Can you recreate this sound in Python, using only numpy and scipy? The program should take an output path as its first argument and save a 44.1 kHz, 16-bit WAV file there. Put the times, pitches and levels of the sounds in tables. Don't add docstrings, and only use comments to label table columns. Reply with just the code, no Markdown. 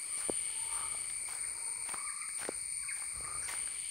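import sys
import numpy as np
from scipy import signal
from scipy.fft import rfft, irfft, next_fast_len
from scipy.io import wavfile
from scipy.ndimage import map_coordinates

SR = 44100
rng = np.random.default_rng(int(sys.argv[2]) if len(sys.argv) > 2 else 0)


def int16_out(signal):
    q = np.round(np.clip(np.atleast_2d(signal).T, -1, 1) * 32767)
    wavfile.write(sys.argv[1], SR, q.astype(np.int16))


N = 171990

# t/s, level/dB
CHORUS_LEVEL = [(0, -40), (.2, -38), (.45, -40), (.8, -39), (1.35, -41), (1.6, -40), (2.0, -41.5),
                (2.28, -41.5), (2.38, -40), (2.53, -43), (2.78, -39), (2.95, -42.5), (3.4, -41), (3.9, -42)]
# multiple of the pulse rate, relative level/dB
CICADA_PARTIALS = [(1, -16), (2, -23.5), (3, -34.5), (4, 1.5), (5, -27), (6, -26.5)]
def cicadas(singers=7, pulse_hz=2241):
    spread, drift, flutter = .006, .009, .016
    chorus = np.zeros(N)
    for detune in np.linspace(-spread, spread, singers):
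        angle = phase(pulse_hz * (1 + detune + drift * wobble(25) + flutter * wobble(700)))
        song = sum(amp(db) * np.sin(k * angle) for k, db in CICADA_PARTIALS)
        chorus += amp(1.13 * wobble(40)) * song
    return grove(unit(chorus) * level(CHORUS_LEVEL), echo=.65) * amp(.64 * wobble(21.93))


# f/Hz, width/Hz, level/dB
DRONE_BANDS = [(2276, 56, -61), (2233, 160, -59), (4583, 284, -57), (6690, 470, -65), (8840, 402, -50.5),
               (8070, 134, -63)]
# t/s, level/dB
BUZZ_LEVEL = [(0, -67.5), (.15, -61.5), (.31, -58.5), (.55, -55.5), (.85, -58.5), (1.05, -63.5), (1.3, -80),
              (1.7, -100), (3.4, -80), (3.52, -62), (3.65, -60), (3.9, -57)]
# f/Hz, relative level/dB
BUZZ_SPECTRUM = [(1200, -42), (1900, -16), (2600, -0.5), (3100, 4), (3600, -4), (4300, -4.5), (5500, -23),
                 (7000, -41)]
# f/Hz, width/Hz, level against the buzz/dB
BUZZ_TONES = [(3030, 25, -8), (3463, 12, -15.5), (1728, 20, -14.5)]
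# t/s, length/s, f/Hz, width/Hz, level/dB
HIGH_SPELLS = [(0.058, 0.39, 9950, 160, -57.5), (1.33, 0.29, 9840, 150, -59), (-0.58, 2.6, 8030, 56, -61.5)]
def far_insects():
    drone = sum(amp(db) * band(hz, width) for hz, width, db in DRONE_BANDS)
    buzz = coloured(BUZZ_SPECTRUM, spiky_db=1.5)
    buzz += sum(amp(db) * band(hz, width) for hz, width, db in BUZZ_TONES)
    return drone + swells(HIGH_SPELLS) + level(BUZZ_LEVEL) * buzz


# t/s, length/s, f/Hz, level/dB
BIRD_CALLS = [(0.035, 0.28, 1179, -53.5), (0.466, 0.47, 910, -53.5), (0.667, 0.23, 1219, -45),
              (1.5, .35, 960, -55), (1.93, .2, 1180, -44.5), (2.103, 0.21, 1223, -51),
              (2.785, 0.14, 1106, -56.5), (3.12, 0.309, 1216, -48)]
# t/s, starting f/Hz, level/dB
BIRD_CHIRPS = [(1.43, 2380, -44), (2.065, 2500, -41), (2.083, 2000, -47), (2.211, 2450, -39),
               (2.829, 1763, -48.5), (2.882, 2480, -34.5), (2.9, 2060, -40.5), (3.235, 2313, -45.5),
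               (3.419, 1776, -44), (3.479, 2400, -37)]
def birds(chirp_s=.024):
    call_rise, call_arch, chirp_fall = .04, .045, .2305
    calls, chirps = np.zeros(N), np.zeros(N)
    for start, length, hz, db in BIRD_CALLS:
        u = progress(start, length)
        swell = arch(u)
        bend = call_rise * (u - .5) + call_arch * (swell - np.pi / 4)
        hoarseness = .048 * wobble(300)
        angle = phase(hz * (1 + bend + hoarseness))
        calls += amp(db) * swell * (np.sin(angle) + amp(-21) * np.sin(2 * angle))
    for start, hz, db in BIRD_CHIRPS:
        u = progress(start, chirp_s)
        pitch = hz * (1 - chirp_fall * u + .045 * wobble(600))
        chirps += amp(db) * arch(u) * np.sin(phase(pitch))
    return grove(calls, echo=.73) + grove(chirps, echo=.42)


# t/s, length/s, crunch level/dB, crackle level/dB
FOOTFALLS = [(0.172, .12, -52.5, -53), (0.714, .13, -51.5, -60), (1.273, .14, -50.5, -54),
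             (1.85, 0.16, -52, -62), (2.38, 0.088, -50, -48), (2.955, 0.12, -53.5, -62),
             (3.472, 0.11, -45.5, -46.5)]
# f/Hz, relative level/dB
CRUNCH_SPECTRUM = [(100, -36), (400, -7.5), (900, 3), (1500, 1.5), (2300, 2), (3500, -19.5), (8000, -12)]
CRACKLE_SPECTRUM = [(800, -11), (2500, 3.5), (5000, 3), (7500, 1), (11000, -6.5), (15500, -15)]
def footsteps(fade_db=6):
    crunch, crackle = np.zeros(N), np.zeros(N)
    for start, length, crunch_db, crackle_db in FOOTFALLS:
        u = progress(start, length)
        crunch += amp(crunch_db) * arch(u ** .61)
        crackle += amp(crackle_db - fade_db * u) * arch(u ** .41)
    crunch *= coloured(CRUNCH_SPECTRUM, spiky_db=4.5)
    crackle *= coloured(CRACKLE_SPECTRUM, spiky_db=4.5)
    return crunch + crackle


# t/s, level/dB, f/Hz, relative edge level/dB
TWIG_SNAPS = [(.1765, -41, 605, 7), (.286, -32, 600, -20), (.773, -47, 1500, 4), (.811, -33.5, 1180, -15),
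              (.948, -37, 745, -20), (1.1, -40.5, 1820, 9.5), (1.369, -47, 1530, -5),
              (1.888, -44, 1790, 12), (1.892, -33.5, 910, 6.5), (1.938, -32.5, 1100, 1),
              (1.943, -24.5, 1220, -19), (2.291, -37, 1750, -13), (2.417, -38, 1490, -4),
              (2.432, -30, 1510, -3), (2.452, -28, 1940, -2), (2.481, -33.5, 1550, 5.5),
              (3.022, -36, 1180, -19), (3.208, -39, 586, -18), (3.52, -43, 1100, -12),
              (3.538, -29, 1570, -16), (3.675, -36.5, 1630, -12)]
def twigs(cutoff_hz=7500):
    snaps, t = np.zeros(N + SR), np.arange(SR // 20) / SR
    for start, db, hz, edge_db in TWIG_SNAPS:
        ring = np.sin(2 * np.pi * hz * t) * decay(t, .0089)
        edge = rng.standard_normal(len(t)) * decay(t, .018) / 2
        snaps[round(start * SR):][:len(t)] += amp(db) * (ring + amp(edge_db) * edge)
    return filtered(snaps[:N], lambda f: 1 / (1 + (f / cutoff_hz) ** 6))


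# t/s, level/dB, settled f/Hz
DULL_KNOCKS = [(0.2963, -20, 359), (2.4891, -23.5, 390)]
def knocks(length_s=.0052, bend=2.87, settle_s=.00051):
    thuds = np.zeros(N)
    for start, db, hz in DULL_KNOCKS:
        t = np.maximum(clock() - start, 0)
        cycles = hz * (t + bend * settle_s * (1 - np.exp(-t / settle_s)))
        envelope = arch(progress(start, length_s) ** .58) ** 1.6
        thuds += amp(db) * envelope * np.sin(2 * np.pi * cycles)
    return filtered(thuds, lambda f: (1j * f / (1j * f + 70)) ** 2)


# t/s, length/s, f/Hz, width/Hz, level/dB
LEAF_BRUSHES = [(.2, 0.045, 1430, 250, -53.5), (1.33, 0.18, 1500, 300, -63), (3.42, .04, 5800, 450, -54)]
def brushed_leaves():
    return swells(LEAF_BRUSHES)


# t/s, level/dB
RUSTLE_LEVEL = [(0.0, -67), (0.48, -66.5), (0.91, -62), (1.12, -68.5), (1.57, -61.5), (1.86, -66.5),
                (2.04, -80), (2.26, -83), (2.47, -60.5), (2.8, -88), (3.01, -79), (3.15, -64.5),
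                (3.27, -59), (3.39, -60.5), (3.69, -66), (3.9, -74.5)]
RUMBLE_LEVEL = [(0.0, -81), (0.26, -66), (0.3, -56), (0.37, -67.5), (0.85, -63.5), (0.91, -58),
                (1.01, -66.5), (2.39, -74.5), (2.47, -66.5), (3.12, -70.5), (3.16, -54), (3.9, -70)]
# f/Hz, relative level/dB
RUSTLE_SPECTRUM = [(100, -23), (250, -5), (430, 2.5), (650, -3), (1000, 0), (1400, 3), (1700, -7),
                   (2000, -7.5), (3000, -17), (6000, -50)]
RUMBLE_SPECTRUM = [(20, -40), (30, -14), (42, -9.5), (58, -3), (85, -12), (125, -10), (200, -23),
                   (500, -51)]
AIR_SPECTRUM = [(20, -28), (50, -5), (150, 2), (400, -3), (750, -5), (1150, 6), (1600, -8.5), (2000, 8),
                (3300, -15), (5600, -6.5), (7500, -6.5), (10500, -1.5), (12200, -12), (13800, -14),
                (14800, -8), (15700, -8.5)]
def background(air_db=-63):
    rustle = amp(2) * level(RUSTLE_LEVEL) * coloured(RUSTLE_SPECTRUM, spiky_db=3.5)
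    rumble = level(RUMBLE_LEVEL) * amp(1.2 * wobble(11)) * coloured(RUMBLE_SPECTRUM)
    return amp(air_db) * coloured(AIR_SPECTRUM) + rustle + rumble


def grove(x, echo, reverb_s=.58):
    t, hop = np.arange(SR // 2) / SR, SR // 12
    padded = np.pad(x, (hop, 2 * hop))
    window = np.sin(np.pi * np.arange(2 * hop) / (2 * hop))
    wet = np.zeros(N + SR)
    for start in range(0, N + hop, hop):
        piece = padded[start:][:2 * hop] * window
        tail = rng.standard_normal(len(t)) * decay(t, reverb_s)
        scattered = signal.fftconvolve(piece, tail / np.linalg.norm(tail))
        wet[start:][:len(scattered)] += scattered
    return np.sqrt(1 - echo) * x + np.sqrt(echo) * wet[hop:hop + N]


def amp(db):
    return 10 ** (np.asarray(db) / 20)


def decay(t, seconds):
    return amp(-60 * t / seconds)


def unit(x):
    return x / np.sqrt(np.mean(x ** 2) + 1e-20)


def along(points, hz):
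    f, values = np.transpose(points)
    return np.interp(np.log(hz + 1), np.log(f + 1), values)


def clock():
    return np.arange(N) / SR


def level(rows):
    return amp(np.interp(clock(), *np.transpose(rows)))


def wobble(rate):
    return map_coordinates(rng.standard_normal(8192), [clock() * rate], mode="wrap")


def filtered(x, response):
    size = next_fast_len(N + SR // 2)
    return irfft(rfft(x, size) * response(np.fft.rfftfreq(size, 1 / SR)), size)[..., :N]


def coloured(spectrum, spiky_db=0):
    grains = rng.standard_normal(N) * amp(spiky_db * wobble(500))
    return unit(filtered(grains, lambda f: amp(along(spectrum, f))))


def band(hz, width):
    return unit(filtered(rng.standard_normal(N), lambda f: np.exp(-((f - hz) / (2 * width)) ** 2)))


def swells(rows):
    return sum(amp(db) * np.sqrt(arch(progress(start, length))) * band(hz, width)
               for start, length, hz, width, db in rows)


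def progress(start, length):
    return np.clip((clock() - start) / length, 0, 1)


def arch(u):
    return np.abs(np.sin(np.pi * u))


def phase(hz):
    return 2 * np.pi * np.cumsum(hz) / SR


# f/Hz, left over right/dB
LEFT_BALANCE = [(7000, 0), (8150, -2.5), (8500, 9), (9000, 4.5), (9600, 6), (10400, -1.5), (12000, 2),
                (13200, 1.5), (15000, -2.5)]
# f/Hz, relative level/dB
SIDE_ECHO = [(30, -39), (250, -23.5), (2000, -53.5), (6000, -50), (9000, -19), (14000, -20)]
def stereo_image(f, delay_s=.023):
    left = 2 / (1 + amp(-along(LEFT_BALANCE, f)))
    side = amp(along(SIDE_ECHO, f)) * np.exp(-2j * np.pi * f * delay_s)
    return np.array([left + side, 2 - left - side])


def scene():
    walker = grove(footsteps() + twigs() + brushed_leaves(), echo=.14) + knocks()
    mono = cicadas() + far_insects() + birds() + walker + background()
    return filtered(mono, stereo_image)


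def record(dry, low_cut_hz=30, top_hz=15720):
    return filtered(dry, lambda f: (f < top_hz) * f ** 6 / (f ** 6 + low_cut_hz ** 6))


dry = scene()
out = record(dry)
int16_out(out)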